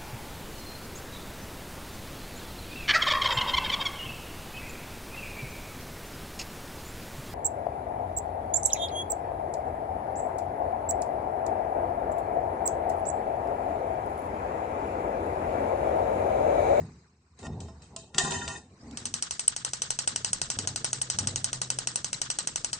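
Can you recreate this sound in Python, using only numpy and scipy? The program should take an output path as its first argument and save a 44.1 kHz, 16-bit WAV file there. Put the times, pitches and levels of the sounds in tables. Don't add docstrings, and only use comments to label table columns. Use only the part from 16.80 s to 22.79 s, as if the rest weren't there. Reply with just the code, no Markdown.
import sys
import numpy as np
from scipy import signal
from scipy.fft import rfft, irfft
from scipy.io import wavfile
from scipy.ndimage import uniform_filter1d

SR = 44100
rng = np.random.default_rng(int(sys.argv[2]) if len(sys.argv) > 2 else 0)


def write(x):
    x = np.atleast_2d(x).T
    wavfile.write(sys.argv[1], SR, np.round(np.clip(x, -1, 1) * 32767).astype(np.int16))


N = 264319
T = np.arange(N) / SR
PORTS_HZ = 606
PORT_LAG_SAMPLES = 14
GRIP_DB_S, RELEASE_DB_S = 507, 111

# f/Hz, level/dB
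BUILDING_SPECTRUM = [(12, -41.5), (20, 7), (55, -4.5), (140, 5.5), (226, -2.5), (631, -11.5), (700, -11),
                     (910, -44), (1540, -120)]
# f/Hz, level/dB
SLOSH_SPECTRUM = [(120, -33.5), (200, -1.5), (244, 2.5), (291, -6), (452, -5.5), (575, -11.5), (823, -6),
                  (1700, -38.5), (2210, -98), (3740, -120)]


def undb(db):
    return 10 ** (np.asarray(db) / 20)


def unit(x):
    return x / np.sqrt(np.mean(x ** 2))


def butter2(x, hz, kind):
    return signal.sosfilt(signal.butter(2, hz, kind, fs=SR, output="sos"), x)


def tint(x, spectrum, size=4096):
    hz, db = np.transpose(spectrum)
    grid_hz = np.maximum(np.arange(size // 2 + 1) * SR / size, 1)
    ceps = irfft(np.log(undb(np.interp(np.log(grid_hz), np.log(hz), db))))
    ceps[1:size // 2] *= 2
    ceps[size // 2 + 1:] = 0
    response = irfft(np.exp(rfft(ceps)))
    response = response / np.sqrt(np.sum(response ** 2))
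    return signal.fftconvolve(x, response[None], axes=1)[:, :N]


def noise(alike, patchy_db, lag=0):
    mid, side = rng.standard_normal((2, N))
    side = butter2(side, PORTS_HZ, "high")
    alike = np.clip(alike, 0, 1)
    shared = np.sqrt(1 + alike) * np.array([mid, np.roll(mid, lag)])
    opposed = np.sqrt(1 - alike) * side * np.array([[1], [-1]])
    cells = signal.stft((shared + opposed) / np.sqrt(2), nperseg=512)[2]
    patches = uniform_filter1d(rng.standard_normal(cells.shape[1:]), size=4, axis=0)
    patches = uniform_filter1d(patches, size=3, axis=1)
    return signal.istft(cells * undb(patchy_db * unit(patches)), nperseg=512)[1][:, :N]


def flicker(rate_hz, depth_db):
    hold = int(SR / rate_hz)
    steps = np.repeat(rng.standard_normal(N // 100), hold)[:N]
    return undb(depth_db * uniform_filter1d(steps, hold))


def fade(t60_s):
    return np.exp(-np.log(1000) * T[:int(min(t60_s, 1.5) * SR)] / t60_s)


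def curve(s, db):
    return undb(np.interp(T, s, db, left=-120, right=-120))


def swell(s, hold_s, db, rise_db_s, sag_db_s, fall_db_s):
    rise_db = rise_db_s * np.maximum(s - T, 0)
    sag_db = sag_db_s * np.clip(T - s, 0, hold_s)
    fall_db = fall_db_s * np.maximum(T - s - hold_s, 0)
    return undb(db - rise_db - sag_db - fall_db)


def blows(s, db, pan_db=0.):
    out = np.zeros((2, N))
    out[:, (np.asarray(s) * SR).astype(int)] = undb(db + np.array([[.5], [-.5]]) * pan_db)
    return out


def through(x, response):
    return signal.fftconvolve(x, np.atleast_2d(response), axes=1)[:, :N]


def ring(x, modes, spread, damp=1.0):
    hz, db, t60_s = np.transpose(modes)[:, :, None]
    t = T[:SR]
    lean = spread * np.minimum(hz / PORTS_HZ, 1) * rng.standard_normal(hz.shape)
    phase = lean * np.array([.5, -.5])[:, None, None]
    decay = undb(db - 60 * t / (damp * t60_s))
    return through(x, np.sum(decay * np.sin(2 * np.pi * hz * t + phase), axis=1))


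def power_decay(x, envelope):
    return np.sqrt(np.maximum(through(x ** 2, envelope ** 2), 0))


def tail(x, t60_s, alike, patchy_db, lag=0):
    return power_decay(x, fade(t60_s)) * noise(alike, patchy_db, lag)


def kitchen():
    # t/s, level/dB
    hum_level = [(2.7, -61), (2.85, -54.5), (3.598, -56.5), (4.181, -49.5), (4.91, -48.5), (5.3, -59)]
    # t/s, level/dB
    murmur_level = [(1.9, -54), (2.5, -57), (3.7, -49), (4.95, -50), (5.99, -52.5)]
    # t/s, level/dB
    hiss_level = [(0.0, -56), (0.07, -60.5), (0.38, -74), (0.56, -71), (0.59, -58), (0.66, -65),
                  (1.136, -66), (1.33, -95), (1.85, -70.5), (2.16, -54.5), (2.3, -64)]
    # f/Hz, level/dB
    hiss_spectrum = [(590, -43.5), (1000, 1), (1420, -4.5), (2440, -6), (3500, -22), (3880, -9),
                     (5420, -10), (6400, -11.5), (7230, -10.5), (8230, -8.5), (9200, -48.5), (12000, -61),
                     (20200, -120)]
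    hum_hz, hum_sag_hz_s = 130, 1.261
    s, db = np.transpose(hum_level)
    hz = hum_hz - hum_sag_hz_s * (T - s[0])
    level = np.sqrt(2) * curve(s, db) * flicker(8.7, 1.3)
    hum = uniform_filter1d(level, size=2000) * np.sin(2 * np.pi * np.cumsum(hz) / SR)
    murmur = unit(tint(noise(1.0, 3.4), BUILDING_SPECTRUM)) * curve(*np.transpose(murmur_level))
    hiss = unit(tint(noise(0.033, 4.0), hiss_spectrum)) * curve(*np.transpose(hiss_level))
    return hum + murmur + hiss


def footsteps():
    # t/s, level/dB
    step_events = [(3.281, -47), (3.766, -37.5), (4.344, -40.5), (4.406, -38.5)]
    # f/Hz, level/dB, t60/s
    boards = [(99, 2, 1.1), (114, -4, .4), (175, -1, .4), (240, -14, .35), (330, -8, .4), (400, -14, .3)]
    push = np.hanning(150) / 75
    step = blows(*np.transpose(step_events))
    floor = ring(through(through(step, push), push), boards, spread=.02)
    scuff = undb(-11) * tint(tail(step, 1.0, 0.71, 5.2), SLOSH_SPECTRUM)
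    boom = undb(-7.5) * tint(tail(step, 1.5, 1.0, 1.8), BUILDING_SPECTRUM)
    return floor + scuff + boom


def worktop_thuds():
    # t/s, level/dB before the modes
    thud_events = [(0.02, -31), (0.618, -40), (0.669, -26.5), (1.35, -30), (1.436, -23)]
    # f/Hz, level/dB, t60/s
    cabinet = [(76.8, -10.5, 1), (102.7, -14.5, 0.81), (150.4, 4, 0.54), (166.8, 3, 0.35), (234, 4.5, 0.15),
               (332, 0, 0.11), (440, 6, 0.2)]
    push = np.hanning(150) / 75
    return undb(-14.5) * ring(through(blows(*np.transpose(thud_events)), push), cabinet, spread=.02)


def touch(column, still_db):
    # t/s, hold/s, rumble/dB, slosh/dB
    touches = [(0.01, 0.0035, -35.5, -48.5), (0.625, 0.09, -42.5, -44.5), (0.706, 0.16, -36.5, -48),
               (0.977, 0.1, -54.5, -61.5), (1.113, 0.13, -49.5, -53.5), (1.37, 0.034, -49.5, -43.5),
               (1.453, 0.092, -44.5, -41), (1.568, 0.2, -40.5, -45.5), (2.04, 0.2, -50, -52),
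               (2.295, 0.25, -52, -71)]
    power = undb(still_db) ** 2
    for row in touches:
        power = power + swell(row[0], row[1], row[column], GRIP_DB_S, 27, RELEASE_DB_S) ** 2
    return np.sqrt(power)


def handling():
    # f/Hz, level/dB
    rumble_spectrum = [(12, -68.5), (20, -14), (38, -18.5), (58, -6), (76, 11), (109, 1), (156, 0),
                       (228, -7), (292, -14.5), (400, -10), (520, -26), (880, -120)]
    rumble = unit(tint(noise(0.85, 0.37), rumble_spectrum)) * touch(column=2, still_db=-64)
    grains = noise(.9, 1.5) * flicker(60, 2.5)
    slosh = unit(tint(grains, SLOSH_SPECTRUM)) * touch(column=3, still_db=-75)
    return rumble + slosh


def knob():
    # t/s, hold/s, level/dB at the start of the hold
    pushes = [(2.027, 0.12, -50), (2.287, 0.012, -51)]
    # f/Hz, level/dB, t60/s
    hob_panel = [(165, -1, 0.049), (235, -0.5, 0.17), (266, -8, 0.079)]
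    sag_db_s = -56
    drone = unit(ring(noise(0.93, 1.1) * flicker(40, 1.5), hob_panel, spread=0.043))
    return drone * sum(swell(*row, GRIP_DB_S, sag_db_s, RELEASE_DB_S) for row in pushes)


def rim_rattle(pot_modes, room_spectrum):
    buzz = noise(0.96, 4.5) * flicker(140, 2.5)
    damped_ring = unit(ring(buzz, pot_modes, spread=2.45, damp=.45))
    plain_buzz = undb(-10) * unit(tint(buzz, room_spectrum))
    level = swell(1.408, 0.36, -31, rise_db_s=484, sag_db_s=37.5, fall_db_s=284)
    return (damped_ring + plain_buzz) * level


def contact(s, db, pan_db):
    blow = blows(s, db, pan_db)
    return undb(-7) * tail(blow, .022, .7, 2) + blow


def chopsticks():
    # pot ring/dB, wood body/dB, room/dB, treble/dB
    knocks = [(0.59, -49.5, -5, -28, 5, -3.5, 5), (.63, -38, 6, -16.5, 2, -41, -11),
              (.667, -32.5, 4, -29, 10, -48, -31), (0.804, -36, 3, -29, -27, -16.5, 7.5),
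              (.885, -54.5, -3, -13, 29, -24, -2), (1.019, -57.5, 2, -16.5, 10, 1.5, 3),
              (1.163, -26.5, -1, -43, 6, -20, 4.5), (1.342, -39, 9, -34, 3, -44, -7.5),
              (1.346, -22.5, 1, -26.5, -10, -42, -16), (1.362, -34.5, 7, -42, 5.5, -44, -20),
              (1.376, -38, 4, -29, 3.5, -44, 1), (1.381, -14, 15, -24, -20, -33, -3),
              (1.3825, -12.5, 7, -22.5, -23.5, -32, 5), (1.385, -12, -6, -17.5, -32, -17.5, -2.5),
              (1.395, -32, 0, -31.5, -25, -32, 17), (1.508, -34, 3, -21, -8, -4, 8),
              (1.521, -19.5, -5, -39, 1, -24, -6.5), (1.678, -17.5, 0.5, -32, -0.5, -26.5, -5),
              (1.685, -29.5, 10, -27, -16, -36, 2), (2.111, -38, -6, -42, -7, -32, -1)]
    # f/Hz, level/dB, t60/s
    pot_modes = [(385.6, -7, 0.5), (753, -16.5, 0.99), (808, -11.5, 1), (963, -10.5, 1), (1030, -10, 0.5),
                 (1027, -19, 0.71), (1162, -7, 0.35), (1403, -1, 0.24), (1423, -15, 0.39), (1837, 1, 0.21),
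                 (1870, -6.5, 0.43), (1918, -10, 0.38), (2540, -9.5, 0.37), (2600, -25, 0.3),
                 (2700, -7.5, 0.24), (3160, -22, 0.36), (3040, -17, 1), (3660, -9.5, 0.35),
                 (3678, -9, 0.63), (3880, -27, 0.22), (4520, -25, 0.21), (4470, -22, 0.33),
                 (4750, -12.5, 0.34), (5050, -12, 0.39), (5610, -9.5, 0.26), (5733, -18.5, 0.35),
                 (6040, -9, .3), (6440, -17, 1), (6460, -15, 0.51), (6800, -7.5, 0.31), (7220, 2.5, 0.1),
                 (7500, -13, 0.27), (8000, -5.5, 0.13), (8100, -9.5, 0.24), (8000, -15, 0.29),
                 (8400, -22, .35)]
    # f/Hz, level/dB, t60/s
    wood_modes = [(662, -22, 0.19), (1040, -26.5, 0.14), (1297, -31, 0.074), (2360, -40, 0.02),
                  (3060, -43, 0.032), (5340, -31.5, 0.15)]
    # f/Hz, level/dB
    crack_spectrum = [(180, -32), (400, -22), (900, -1), (1900, -5.5), (2800, 6.5), (4000, 2.5),
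                      (7000, 4.5), (8650, 9), (9000, -23.5), (20200, -120)]
    # f/Hz, level/dB
    room_spectrum = [(180, -24), (300, -38), (388, -5), (563, -21.5), (818, -8.5), (1580, -13.5),
                     (1880, -6.5), (2290, -42), (2500, 0), (2950, -5), (3220, 0.5), (3420, -36), (3600, 0),
                     (5350, -4.5), (7110, -1), (8600, 0.5), (8900, -62), (12000, -105.5), (20200, -120)]
    treble_hz = 4170
    faster_fade_s, faster_fade_db_s = 1.76, 160
    s, db, pan_db, pot_db, wood_db, room_db, treble_db = np.transpose(knocks)
    body = butter2(contact(s, db, pan_db), treble_hz, "low")
    treble = butter2(contact(s, db + treble_db, pan_db), treble_hz, "high")
    crack = tint(body + treble, crack_spectrum)
    room = tint(tail(blows(s, db + room_db), 0.39, 0.099, patchy_db=3), room_spectrum)
    pot = ring(blows(s, db + pot_db), pot_modes, spread=0.93)
    pot = pot * flicker(40.16, 5.2)
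    pot = pot * undb(-faster_fade_db_s * np.clip(T - faster_fade_s, 0, .3))
    wood = ring(blows(s, db + wood_db, pan_db), wood_modes, spread=1.0)
    return crack + room + pot + wood + rim_rattle(pot_modes, room_spectrum)


def sparks():
    # t/s (0.2 ms is added), level/dB before the filters
    spark_events = [(2.172, -18.5), (2.2548, -16.5), (2.34, -14), (2.4241, -14), (2.5087, -14),
                    (2.5942, -14), (2.6787, -14.5), (2.7634, -15), (2.8481, -13.5), (2.934, -14),
                    (3.0192, -12.5), (3.1045, -13), (3.189, -12), (3.2752, -11), (3.36, -12.5),
                    (3.4464, -10.5), (3.5311, -13), (3.616, -11.5), (3.7014, -12.5), (3.7881, -12.5),
                    (3.8736, -12.5), (3.9597, -13), (4.0447, -11), (4.1304, -12.5), (4.2152, -13.5),
                    (4.3001, -11.5), (4.3868, -11.5), (4.4721, -12), (4.5588, -12.5), (4.6435, -12.5),
                    (4.7299, -13.5), (4.8158, -13.5), (4.9023, -12.5), (4.987, -15), (5.0721, -11.5),
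                    (5.1576, -13), (5.2443, -13.5), (5.3298, -14), (5.4161, -12.5), (5.5015, -13),
                    (5.587, -13), (5.6728, -14), (5.7586, -13), (5.8454, -14.5), (5.9305, -14)]
    delay_s, pan_scatter_db = .0002, 0.13
    snap_db, snap_scatter_db = -23.5, 1.5
    snap_full_s, snap_fade_in_db_s = 2.9, 8
    s, db = np.transpose(spark_events)
    pan_chance, snap_chance = rng.standard_normal((len(s), 2)).T
    early_db = snap_fade_in_db_s * np.maximum(snap_full_s - s, 0)
    snap_db = snap_db + snap_scatter_db * snap_chance - early_db
    return s + delay_s, db, pan_scatter_db * pan_chance, snap_db


def walls():
    # delay/ms, centre f/Hz, width/Hz, level/dB, t60/s
    wall_echoes = [(5.5, 1400, 600, -20, .04), (15.5, 750, 500, -20, .035), (17, 3350, 1000, -28, .1),
                   (29, 1400, 600, -22, .05), (30, 3400, 1100, -28, .1), (33, 750, 500, -29, .04),
                   (38, 5400, 2500, -30, .15), (43.5, 1400, 600, -21, .04), (40, 2400, 700, -35, .15),
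                   (44, 3400, 1100, -28, .06), (51.5, 1450, 600, -23, .07), (52, 3400, 1100, -27, .07)]
    out = np.zeros((2, int(.3 * SR)))
    for ms, hz, width_hz, db, t60_s in wall_echoes:
        decay = fade(t60_s)[:int(.2 * SR)]
        mid, side = rng.standard_normal((2, len(decay)))
        grain = (mid + 0.89 * side * np.array([[1], [-1]])) * decay
        burst = butter2(grain, [hz - width_hz / 2, hz + width_hz / 2], "band")
        start = int(ms * SR / 1000)
        out[:, start:start + len(decay)] += undb(db) * burst
    return out


def close_echoes():
    # delay/ms, left/dB, right/dB
    near_echoes = [(0, -8, -3), (.29, 0, 0), (.82, -3, -8), (1.18, -3, -8), (1.65, -18, -10),
                   (2.6, -15, -14), (2.97, -11, -20), (3.45, -18, -20), (3.85, -16, -22)]
    out = np.zeros((2, 400))
    for ms, left_db, right_db in near_echoes:
        start = int(ms * SR / 1000)
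        out[0, start] += undb(left_db)
        out[1, start + PORT_LAG_SAMPLES] += undb(right_db)
    return out


def spark_room(spark):
    # f/Hz, level/dB
    room_spectrum = [(180, -36), (300, -43.5), (904, -12), (1290, -11), (1430, -20.5), (1900, -13),
                     (2450, -18), (3010, -11.5), (3500, -22), (3900, -7.5), (4760, -9), (6070, -7),
                     (7110, -8.5), (8090, -3.5), (8690, -8.5), (9200, -53.5), (12000, -55), (20200, -120)]
    hush_s, hush_db_s = 0.086, 244.5
    hush = fade(0.23)
    hush = hush * undb(-hush_db_s * np.clip(T[:len(hush)] - hush_s, 0, .04))
    sputter = noise(0.23, 4.0) * flicker(220, 2.4)
    fresh = power_decay(spark, hush) * sputter
    repeated = undb(-2) * through(spark, hush * sputter[:, :len(hush)])
    return tint(undb(-23.5) * (fresh + repeated), room_spectrum)


def igniter():
    # f/Hz, level/dB
    crack_spectrum = [(180, -44), (300, -12.5), (641, -19), (917, -0.5), (1290, -27), (1410, -9.5),
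                      (2290, -15), (2650, 2.5), (3030, 2), (3420, -7.5), (4250, -6.5), (4450, 4),
                      (4830, -8.5), (5620, 6.5), (6070, 5.5), (6700, 3), (7050, -7.5), (7500, 2),
                      (7900, 5.5), (8350, 14.5), (8690, 3.5), (9200, 10), (12000, -40.5), (20200, -120)]
    snap_modes = [(750, 5.0, 0.0086), (1457, -7.0, 0.069)]  # f/Hz, level/dB, t60/s
    s, db, pan_db, snap_db = sparks()
    spark = blows(s, db, pan_db)
    reflected = undb(9.5) * through(spark, close_echoes())
    burst = undb(-19) * tail(spark, .009, .8, 4.0, lag=PORT_LAG_SAMPLES)
    blur = undb(-13) * tail(spark, 0.047, 1.0, 6.7, lag=PORT_LAG_SAMPLES)
    blur = butter2(blur, 3800, "high")
    crack = tint(reflected + burst + blur, crack_spectrum)
    snap = ring(blows(s, db + snap_db, pan_db), snap_modes, spread=.2)
    echoes = through(spark, walls()) * flicker(60, 4.4)
    return crack + spark_room(spark) + snap + echoes


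def scene():
    background = kitchen() + footsteps()
    hands = worktop_thuds() + handling() + knob()
    return background + hands + chopsticks() + igniter()


def record(dry):
    top_hz = 8750
    dry = signal.sosfilt(signal.butter(1, 45., "high", fs=SR, output="sos"), dry)
    dry = signal.sosfiltfilt(signal.cheby2(12, 9, top_hz + 20, fs=SR, output="sos"), dry)
    return signal.sosfiltfilt(signal.cheby2(12, 40, top_hz + 750, fs=SR, output="sos"), dry)


dry = scene()
out = record(dry)
write(out)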